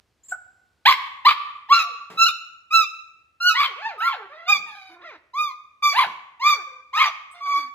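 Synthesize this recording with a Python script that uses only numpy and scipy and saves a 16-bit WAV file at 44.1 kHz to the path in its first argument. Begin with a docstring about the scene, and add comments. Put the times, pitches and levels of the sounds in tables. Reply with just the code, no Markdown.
"""Puppies yap over a low board in a hard-walled entrance hall, close to a phone.
Out of still air come thin nasal whistles and a whine. Rough barks start just before 1 s, with paws
knocking on the board; from 1.7 s clear high yelps join in, with faint moans and whines between them.
Every call is vocal folds beating through a throat, and the hall rings on after it, while the phone's
gain control holds the loudest down. A long yelp and a low moan close the scene."""
import sys
import numpy as np
from scipy import signal
from scipy.fft import rfft, irfft, next_fast_len
from scipy.io import wavfile
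from scipy.ndimage import uniform_filter1d

SR = 44100
rng = np.random.default_rng(int(sys.argv[2]) if len(sys.argv) > 2 else 0)


def wav_record(signal):
    """Record a signal, one row per channel, as 16-bit PCM in the file named by sys.argv[1]."""
    frames = np.transpose(np.atleast_2d(signal))
    bounded = np.clip(frames, -1, 1)
    # unit amplitude maps onto the largest positive 16-bit level
    quanta = np.round(bounded * 32767).astype(np.int16)
    wavfile.write(sys.argv[1], SR, quanta)


N = 341334
EDGE_HZ, RELEASE_S = 15600, 0.0092  # top of the band; fade-out of every call


def gain_of(db):
    """Decibels to amplitude."""
    return 10 ** (np.asarray(db) / 20)


def unit_rms(x):
    """Scales to rms 1."""
    return x / np.sqrt(np.mean(x ** 2) + 1e-20)


def curve_at(points, hz):
    """Reads a curve on a log-frequency axis."""
    f, value = np.transpose(points)
    return np.interp(np.log(hz + 1), np.log(f + 1), value)


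def add(mix, start, sound):
    """Drops a sound into the mix at start seconds."""
    part = mix[..., max(round(start * SR), 0):][..., :sound.shape[-1]]
    part += sound[..., :part.shape[-1]]


def coloured(x, eq):
    """Runs x through an EQ curve, at rms 1."""
    hz = np.fft.rfftfreq(len(x), 1 / SR)
    return unit_rms(irfft(rfft(x) * gain_of(curve_at(eq, hz)), len(x)))


def waver(count, rate_hz):
    """Random modulation up to a rate, at rms 1."""
    size = next_fast_len(count, True)
    f = np.fft.rfftfreq(size, 1 / SR)
    spectrum = rfft(rng.standard_normal(size)) * (f > 0) / (1 + (f / rate_hz) ** 4)
    return unit_rms(irfft(spectrum, size)[:count])


def gated(length, attack_s):
    """Times through one call, and its soft-edged gate."""
    t = np.arange(0, length + RELEASE_S, 1 / SR)
    ramp = np.clip(np.minimum(t / attack_s, (t[-1] - t) / RELEASE_S), 0, 1)
    return t, np.sin(np.pi / 2 * ramp) ** 2


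# Colour of the room tone: f/Hz, level/dB
AIR_EQ = [(25, -10.5), (80, 0), (140, -12.5), (1500, -21), (5000, -27), (15000, -41)]
# Its fader, sinking once the barking starts: t/s, level/dB
AIR_FADER = [(0.8, -70.5), (2.4, -75)]


def still_air():
    """The air of the house: a faint, dark noise bed, partly shared by left and right."""
    air = np.array([coloured(rng.standard_normal(N), AIR_EQ) for _ in range(2)])
    level_db = np.interp(np.arange(N) / SR, *np.transpose(AIR_FADER))
    return gain_of(level_db) * (air + .5 * air[::-1])


# Whistle cues: t/s, length/s, first f/Hz, last f/Hz, level/dB
WHISTLE_CUES = [(0.233, 0.037, 7100, 7760, -50.5), (.283, 0.044, 7230, 7650, -38.5),
                (7.31, 0.023, 8200, 8480, -51)]


def whistles():
    """Breath through the nose: thin rising, wavering tones with a hiss around them."""
    mix = np.zeros(N)
    for start, length, first_hz, last_hz, level_db in WHISTLE_CUES:
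        t, gate = gated(length, attack_s=0.0046)
        hz = np.interp(t, [0, length], [first_hz, last_hz]) * (1 + 0.025 * waver(len(t), 540))
        tone = np.sin(2 * np.pi * np.cumsum(hz) / SR)
        hiss = 0.16 * rng.standard_normal(len(t))
        add(mix, start, gate * gain_of(level_db) * (tone + hiss))
    return mix


def arch(cue, attack_s, flatness, bell, swell_shape, fade_shape, bite_db, tail_db, wobble):
    """Effort crests and slackens; pitch and level follow. Bite and tail offset the ends' overtones."""
    start, rise, fall, first_hz, crest_hz, last_hz, crest_db, over_db, swell_db, fade_db, *timbre = cue
    t, gate = gated(rise + fall, attack_s)
    rising = t < rise
    away = np.minimum(abs(t - rise) / np.where(rising, rise, fall), 1)  # 0 at the crest, 1 at the ends
    slack = np.expm1(-bell * away ** flatness) / np.expm1(-bell)
    hz = crest_hz + slack * (np.where(rising, first_hz, last_hz) - crest_hz)
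    hz *= 1 + wobble * waver(len(t), 35)
    level_db = crest_db - np.where(rising, swell_db * away ** swell_shape, fade_db * away ** fade_shape)
    over_db = over_db + away * np.where(rising, bite_db, tail_db)
    return start, gate, hz, level_db, over_db, *timbre


def voice(gesture, throat_eq, jitter, shimmer, turbulence, doubling, puff_db, airy_db=0, onset_rasp=.83):
    """Vocal folds beat through the throat; they shake more, and hiss more, as the call goes on."""
    start, gate, hz, level_db, over_db, rasp, tilt_db, mouth, pan_db = gesture
    n = len(hz)
    rough = rasp * np.interp(np.arange(n) / n, [.2, .7], [onset_rasp, 1])
    hz = hz * (1 + 0.0063 * waver(n, 90) + jitter * rough * waver(n, 160))
    phase = 2 * np.pi * np.cumsum(hz) / SR
    throat = [(f * mouth, db + tilt_db * np.log2(max(f / 1600, 1))) for f, db in throat_eq]
    harmonic = np.arange(2, 2 + min(20, int(EDGE_HZ / hz.min())))[:, None]
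    # the folds snap shut hardest, and sound brightest, at the height of the call
    effort_db = level_db + over_db - np.max(level_db + over_db)
    bright_db = 0.016 * np.maximum(effort_db, -20) * np.log2(harmonic)
    gains = gain_of(curve_at(throat, harmonic * hz) + bright_db) * (harmonic * hz < EDGE_HZ)
    gains /= np.sqrt((gains ** 2).sum(0) / 2)
    flutter = np.array([gain_of(3.5 * waver(n, 45) - 1.4) for _ in harmonic])
    offsets = rng.uniform(0, 2 * np.pi, harmonic.shape)
    overtones = (gains * flutter * np.cos(harmonic * phase + offsets)).sum(0)
    # air escapes in one puff a cycle, brighter than the voice by airy_db an octave
    hiss_eq = [(f, db + airy_db * np.log2(f)) for f, db in throat]
    hiss = coloured(rng.standard_normal(n) * (1 + np.cos(phase)), hiss_eq)
    breathy = np.clip(turbulence * rough, 0, .95)
    upper = np.sqrt(1 - breathy ** 2) * overtones + breathy * hiss
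    # strong and weak beats alternate in fits, adding lines between the harmonics
    shake = rough * shimmer * waver(n, 230)
    beats = shake + rough * doubling * waver(n, 40) * np.cos(phase / 2)
    fundamental = np.sqrt(2) * np.cos(phase) * (1 + .4 * shake)
    sound = fundamental + gain_of(over_db) * upper * (1 + beats) + mouth_puff(n, puff_db)
    pan = gain_of([[pan_db / 2], [-pan_db / 2]])
    return start, pan * gain_of(level_db) * gate * sound


# Colour of the breath under a call: f/Hz, level/dB
PUFF_EQ = [(30, -8), (200, 3.5), (2500, -29)]


def mouth_puff(count, level_db):
    """The rush of air from the mouth adds a faint low push."""
    return gain_of(level_db) * coloured(rng.standard_normal(count), PUFF_EQ)


# Throat and mouth formants of a whine, yelp or moan: f/Hz, level/dB
THROAT_EQ = [(330, -55), (650, -3.5), (1150, 3), (1650, 1), (2400, 5), (2900, -1), (3350, -7.5),
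             (4200, -0.5), (5100, -8.5), (7000, -16), (8300, -30), (9700, -51), (12300, -21),
             (15500, -40.5)]
# Whine cues: t/s, rise/s, fall/s, first f/Hz, crest f/Hz, last f/Hz, crest level/dB,
# overtones over the fundamental/dB, swell/dB, fade/dB, rasp/0-1, treble tilt/(dB per octave),
# mouth opening/factor on the formant frequencies, pan to the left/dB
WHINE_CUES = [ (.305, .018, .02, 790, 740, 641, -31, 8, 40.5, 24, 0.02, -33.5, 0.68, -1.5),
              (3.75, .108, 0.13, 392.7, 894, 376.6, -25.5, -3, 31.5, 32.5, .07, -8, 1, -1.5),
              (4.455, 0.05, 0.054, 680, 801.6, 784, -29, -4.5, 15.5, 25.5, 0, -20, 1.6, -2),
              (5.005, .048, .11, 396, 682.5, 298.8, -46.5, 6.5, 20.5, 13, 0.09, -7, 0.92, -1)]
WHIMPER = dict(jitter=.12, shimmer=1.4, turbulence=.5, doubling=.6, puff_db=-44)  # whines and moans


def whines():
    """Soft, almost smooth calls that swell and sink, pitched below the yelps."""
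    mix = np.zeros((2, N))
    for cue in WHINE_CUES:
        gesture = arch(cue, attack_s=.02, flatness=2.2, bell=2.0, swell_shape=0.63, fade_shape=0.96,
                       bite_db=14, tail_db=5, wobble=0.018)
        add(mix, *voice(gesture, THROAT_EQ, **WHIMPER))
    return mix


# Formants with the mouth wide open: f/Hz, level/dB
OPEN_THROAT_EQ = [(330, -42.5), (650, -10), (1150, 3.5), (1650, 5.5), (2300, 1.5), (2900, 4), (3350, -1),
                  (4250, 0), (5100, -10), (6000, -25.5), (7000, -22.5), (8300, -27.5), (9700, -52),
                  (12300, -15.5), (15000, -38)]
# Bark cues: columns as in WHINE_CUES
BARK_CUES = [ (0.852, 0.043, 0.028, 694.4, 1109, 1046, -6.5, -6.5, 16, 11, 0.44, -1, 0.99, -0.5),
             (1.247, .029, 0.041, 809, 1163, 1151, -3, -11, 20.5, 13.5, 0.5, -3, 0.98, 0),
             (1.684, .046, .058, 769, 1160, 1148, -1.5, -18.5, 49.5, 27, 0.02, -1.5, 1.07, 0),
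             (3.538, .074, .05, 849.4, 1156, 1068, -15, -6.5, 28.5, 12, 0.34, -3.5, 0.98, 0),
             (4.0, .098, .052, 690.4, 1120, 736, -25.5, -6, 19.5, 9, .27, -7, 0.97, -.5),
             (5.921, 0.079, 0.048, 508.7, 1057, 803.5, -12.5, -8, 37.5, 17, 0.42, -2, 0.91, -0.5),
             (6.958, 0.067, .06, 745, 1081, 715, -16, -4, 29, 22.5, 0.45, -5, 0.92, -1)]


def barks():
    """Loud open-mouthed arches with a biting attack; the folds rattle harder as each goes on."""
    mix = np.zeros((2, N))
    for cue in BARK_CUES:
        gesture = arch(cue, attack_s=.009, flatness=2.1, bell=.3, swell_shape=1.56, fade_shape=0.82,
                       bite_db=16.5, tail_db=9, wobble=.018)
        add(mix, *voice(gesture, OPEN_THROAT_EQ, jitter=.125, shimmer=1.0, turbulence=.6,
                        doubling=1.2, puff_db=-47, airy_db=2, onset_rasp=.25))
    return mix


# Body of the board: f/Hz, level/dB
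BOARD_EQ = [(80, -31), (170, -4), (260, -10.5), (700, -10.5), (4000, -24), (15000, -41.5)]
# Knock cues: t/s, level/dB, 60 dB decay/s
KNOCK_CUES = [(0.982, -61.5, 0.21), (2.1, -41.5, 0.41), (2.783, -56.5, 0.27), (4.551, -51, 0.49),
              (6.061, -46, 0.33)]


def board_knocks():
    """Paws and bodies hit the wooden board: dull, scuffing bursts of noise."""
    mix, t = np.zeros(N), np.arange(SR // 2) / SR
    for start, level_db, t60 in KNOCK_CUES:
        envelope = gain_of(level_db - 60 * t / t60) * (1 - np.exp(-t / 0.001))
        add(mix, start, envelope * coloured(rng.standard_normal(len(t)), BOARD_EQ))
    return mix


# Yelp cues: columns as in WHINE_CUES. Two cues back to back make a yelp that cracks.
YELP_CUES = [ (1.715, 0.024, 0.087, 1393, 1375, 1259, -15, -0.5, 7, 6.5, 0.23, -1, 0.96, -0.7),
             (2.167, 0.058, 0.04, 1286, 1346, 1354, -13, -0.5, 24, 11.5, 0.01, -0.5, 0.96, -1),
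             (2.257, .006, .028, 1406, 1446, 1223, -21.5, 4, 1, 2.5, 0.02, -0.5, 0.93, -0.5),
             (2.702, 0.055, 0.085, 1191, 1332, 1208, -14, -1, 26, 13.5, 0.02, -0.5, .99, -1.5),
             (3.399, 0.086, 0.011, 1346, 1457, 1437, -15.5, -3.5, 15, 0.5, 0.01, -0.5, 0.92, -1),
             (3.488, 0.0064, 0.031, 1315, 1326, 1282, -19.5, -3, 5, 4.5, 0.01, 2, 0.98, -4.5),
             (3.974, .102, .016, 1223, 1372, 1270, -20.5, -19.5, 17, 9, 0, 9.5, 0.93, -2),
             (4.47, .028, .072, 1211, 1221, 1134, -18.5, 5.5, 32.5, 14.5, 0.04, -1.5, 1, -2),
             (5.331, 0.0778, 0.11, 947, 1226, 1022, -20.5, -10, 18, 19, 0.01, 2, 0.93, -.9),
             (5.821, 0.0346, 0.077, 1187, 1174, 1123, -17.5, -1.5, 5, 11.5, 0.05, 2, .99, -1),
             (6.391, .09, .066, 851, 1197, 1138, -13, -3, 32, 11.5, .1, 0, 0.98, -0.5),
             (6.927, 0.054, 0.1, 965, 1270, 1140, -21, -5, 9.5, 3.5, 0.25, -0.5, 0.98, 0),
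             (7.401, 0.16, 0.14, 1144, 1137, 1128, -19, -10.5, 17, 33, 0.05, 0.5, 0.956, -1.1)]


def yelps():
    """Clear, high arches of pitch from fast and mostly even beats of the folds."""
    mix = np.zeros((2, N))
    for cue in YELP_CUES:
        gesture = arch(cue, attack_s=.013, flatness=2.3, bell=.6, swell_shape=1.74, fade_shape=1.37,
                       bite_db=-4, tail_db=1.5, wobble=.005)
        add(mix, *voice(gesture, THROAT_EQ, jitter=0.08, shimmer=1.0, turbulence=0.96,
                        doubling=0.6, puff_db=-55.5, airy_db=1.5))
    return mix


# Moan cues: t/s, length/s, first f/Hz, last f/Hz, level/dB, overtones over the fundamental/dB,
# fade/dB, treble tilt/(dB per octave)
MOAN_CUES = [ (1.801, 0.089, 798, 705, -48.5, 0, 0.5, -24), (1.878, .06, 730, 454, -48.5, -8, 12, -19),
             (3.669, 0.073, 782, 357, -47.5, 10, 13, -7), (4.142, 0.12, 679, 381.7, -49, 6.5, 3, -15),
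             (4.287, 0.17, 501, 677.4, -52.5, 5, -1.5, -8), (4.656, .29, 958, 741.3, -49.5, 2, 4, 0),
             (4.886, 0.15, 311.5, 356.6, -57, 1, -2.5, -22), (6.523, 0.1, 910, 344, -48, 10, 10.5, -20),
             (6.663, .16, 547, 510, -51.5, 1, 15.5, -17), (7.334, 0.076, 710, 704, -52.5, 2.5, 0, -1.5),
             (7.446, 0.078, 853, 672, -48, 6, 10.5, -1.5), (7.548, 0.14, 392, 251, -52, 7, 13.5, -3.5)]


def moans(settle=3.0, wobble=.012, rasp=0.14, mouth=0.88, pan_db=-2.2):
    """Faint slides of the voice: the pitch moves fast at first, then settles unsteadily."""
    mix = np.zeros((2, N))
    for start, length, first_hz, last_hz, first_db, over_db, fade_db, tilt_db in MOAN_CUES:
        t, gate = gated(length, attack_s=.02)
        glide = np.expm1(-settle * t / length) / np.expm1(-settle)
        hz = (first_hz + (last_hz - first_hz) * glide) * (1 + wobble * waver(len(t), 44))
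        level_db = first_db - fade_db * t / length
        gesture = start, gate, hz, level_db, over_db, rasp, tilt_db, mouth, pan_db
        add(mix, *voice(gesture, THROAT_EQ, **WHIMPER))
    return mix


# Reverb time of the hall: f/Hz, 60 dB decay/s
HALL_DECAY = [(150, 1), (600, 0.83), (1200, 0.77), (2700, 0.81), (4500, 0.55), (7000, 0.68), (12000, 0.42)]
# Slaps off floor, board and walls: delay/s, gain/factor
SLAPS = [(.0031, 0.033), (.0074, 0.044), (0.016, .3)]


def hall(dry, tail_db=-14, early_db=-8, early_t60=0.11, mono_below_hz=1100):
    """Single echoes, a quick scatter from the near corner and a long tail, centred in the bass."""
    t = np.arange(SR) / SR
    hz, frame_s, noise = signal.stft(rng.standard_normal((2, SR)), SR, nperseg=256)
    shared = 1 / (1 + (hz[:, None] / mono_below_hz) ** 2)
    noise[1] = shared * noise[0] + np.sqrt(1 - shared ** 2) * noise[1]
    decay = gain_of(-60 * frame_s / curve_at(HALL_DECAY, hz)[:, None])
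    tail = signal.istft(noise * decay, SR, nperseg=256)[1][:, :SR]
    tail *= np.clip(t / 0.015, 0, 1)
    early = tail * gain_of(-60 * t / early_t60)
    response = gain_of(tail_db) * tail / np.linalg.norm(tail[0])
    response += gain_of(early_db) * np.roll(early, 97, axis=1) / np.linalg.norm(early[0])
    for delay, gain in SLAPS:
        response[:, round(delay * SR)] += gain
    return signal.fftconvolve(dry, response, axes=1)[:, :N]


# Lead of the left microphone port over the right: f/Hz, phase/rad
PORT_LEAD = [(0, 0), (1210, 0.5), (3100, 1.8553), (4050, 1.05), (4740, 4), (5510, 3.5), (6290, 4.5),
             (8100, 8), (8870, 9.5), (10400, 10.5), (11800, 15), (13000, 12), (14200, 16), (15200, 12.5)]


def microphone_ports(left, right):
    """Sound reaches the right port later in phase, which widens the image."""
    lag = curve_at(PORT_LEAD, np.fft.rfftfreq(N, 1 / SR))
    return np.array([left, irfft(rfft(right) * np.exp(-1j * lag), N)])


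def scene():
    """Puppies and board in the hall, heard at two microphone ports over the room tone."""
    direct = barks() + yelps() + whines() + moans() + whistles() + board_knocks()
    return microphone_ports(*(direct + hall(direct))) + still_air()


def compressor(x, threshold_db, squeeze, release_db_per_s):
    """Ducks at once by a share (squeeze) of the level over the threshold, then recovers steadily."""
    power_db = 10 * np.log10(abs(uniform_filter1d((x ** 2).mean(0), size=200)) + 1e-12)
    fall_db = np.arange(N) * release_db_per_s / SR
    held_peak_db = np.maximum.accumulate(power_db + fall_db) - fall_db
    excess_db = np.maximum(held_peak_db - threshold_db, 0)
    return x / gain_of(squeeze * uniform_filter1d(excess_db, size=150))


def record(dry):
    """Slow gain control, a fast limiter with a soft ceiling, then a bass cut and the band limit."""
    levelled = compressor(dry, threshold_db=-10, squeeze=.6, release_db_per_s=34)
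    limited = compressor(levelled, threshold_db=-6.5, squeeze=.95, release_db_per_s=300)
    rounded = limited / (1 + (limited / .92) ** 8) ** (1 / 8)
    thinned = signal.sosfilt(signal.butter(2, 70, "high", fs=SR, output="sos"), rounded)
    low_pass = signal.firwin(511, EDGE_HZ, window=("kaiser", 9), fs=SR)
    return signal.oaconvolve(thinned, low_pass[None], "same")


dry = scene()
out = record(dry)
wav_record(out)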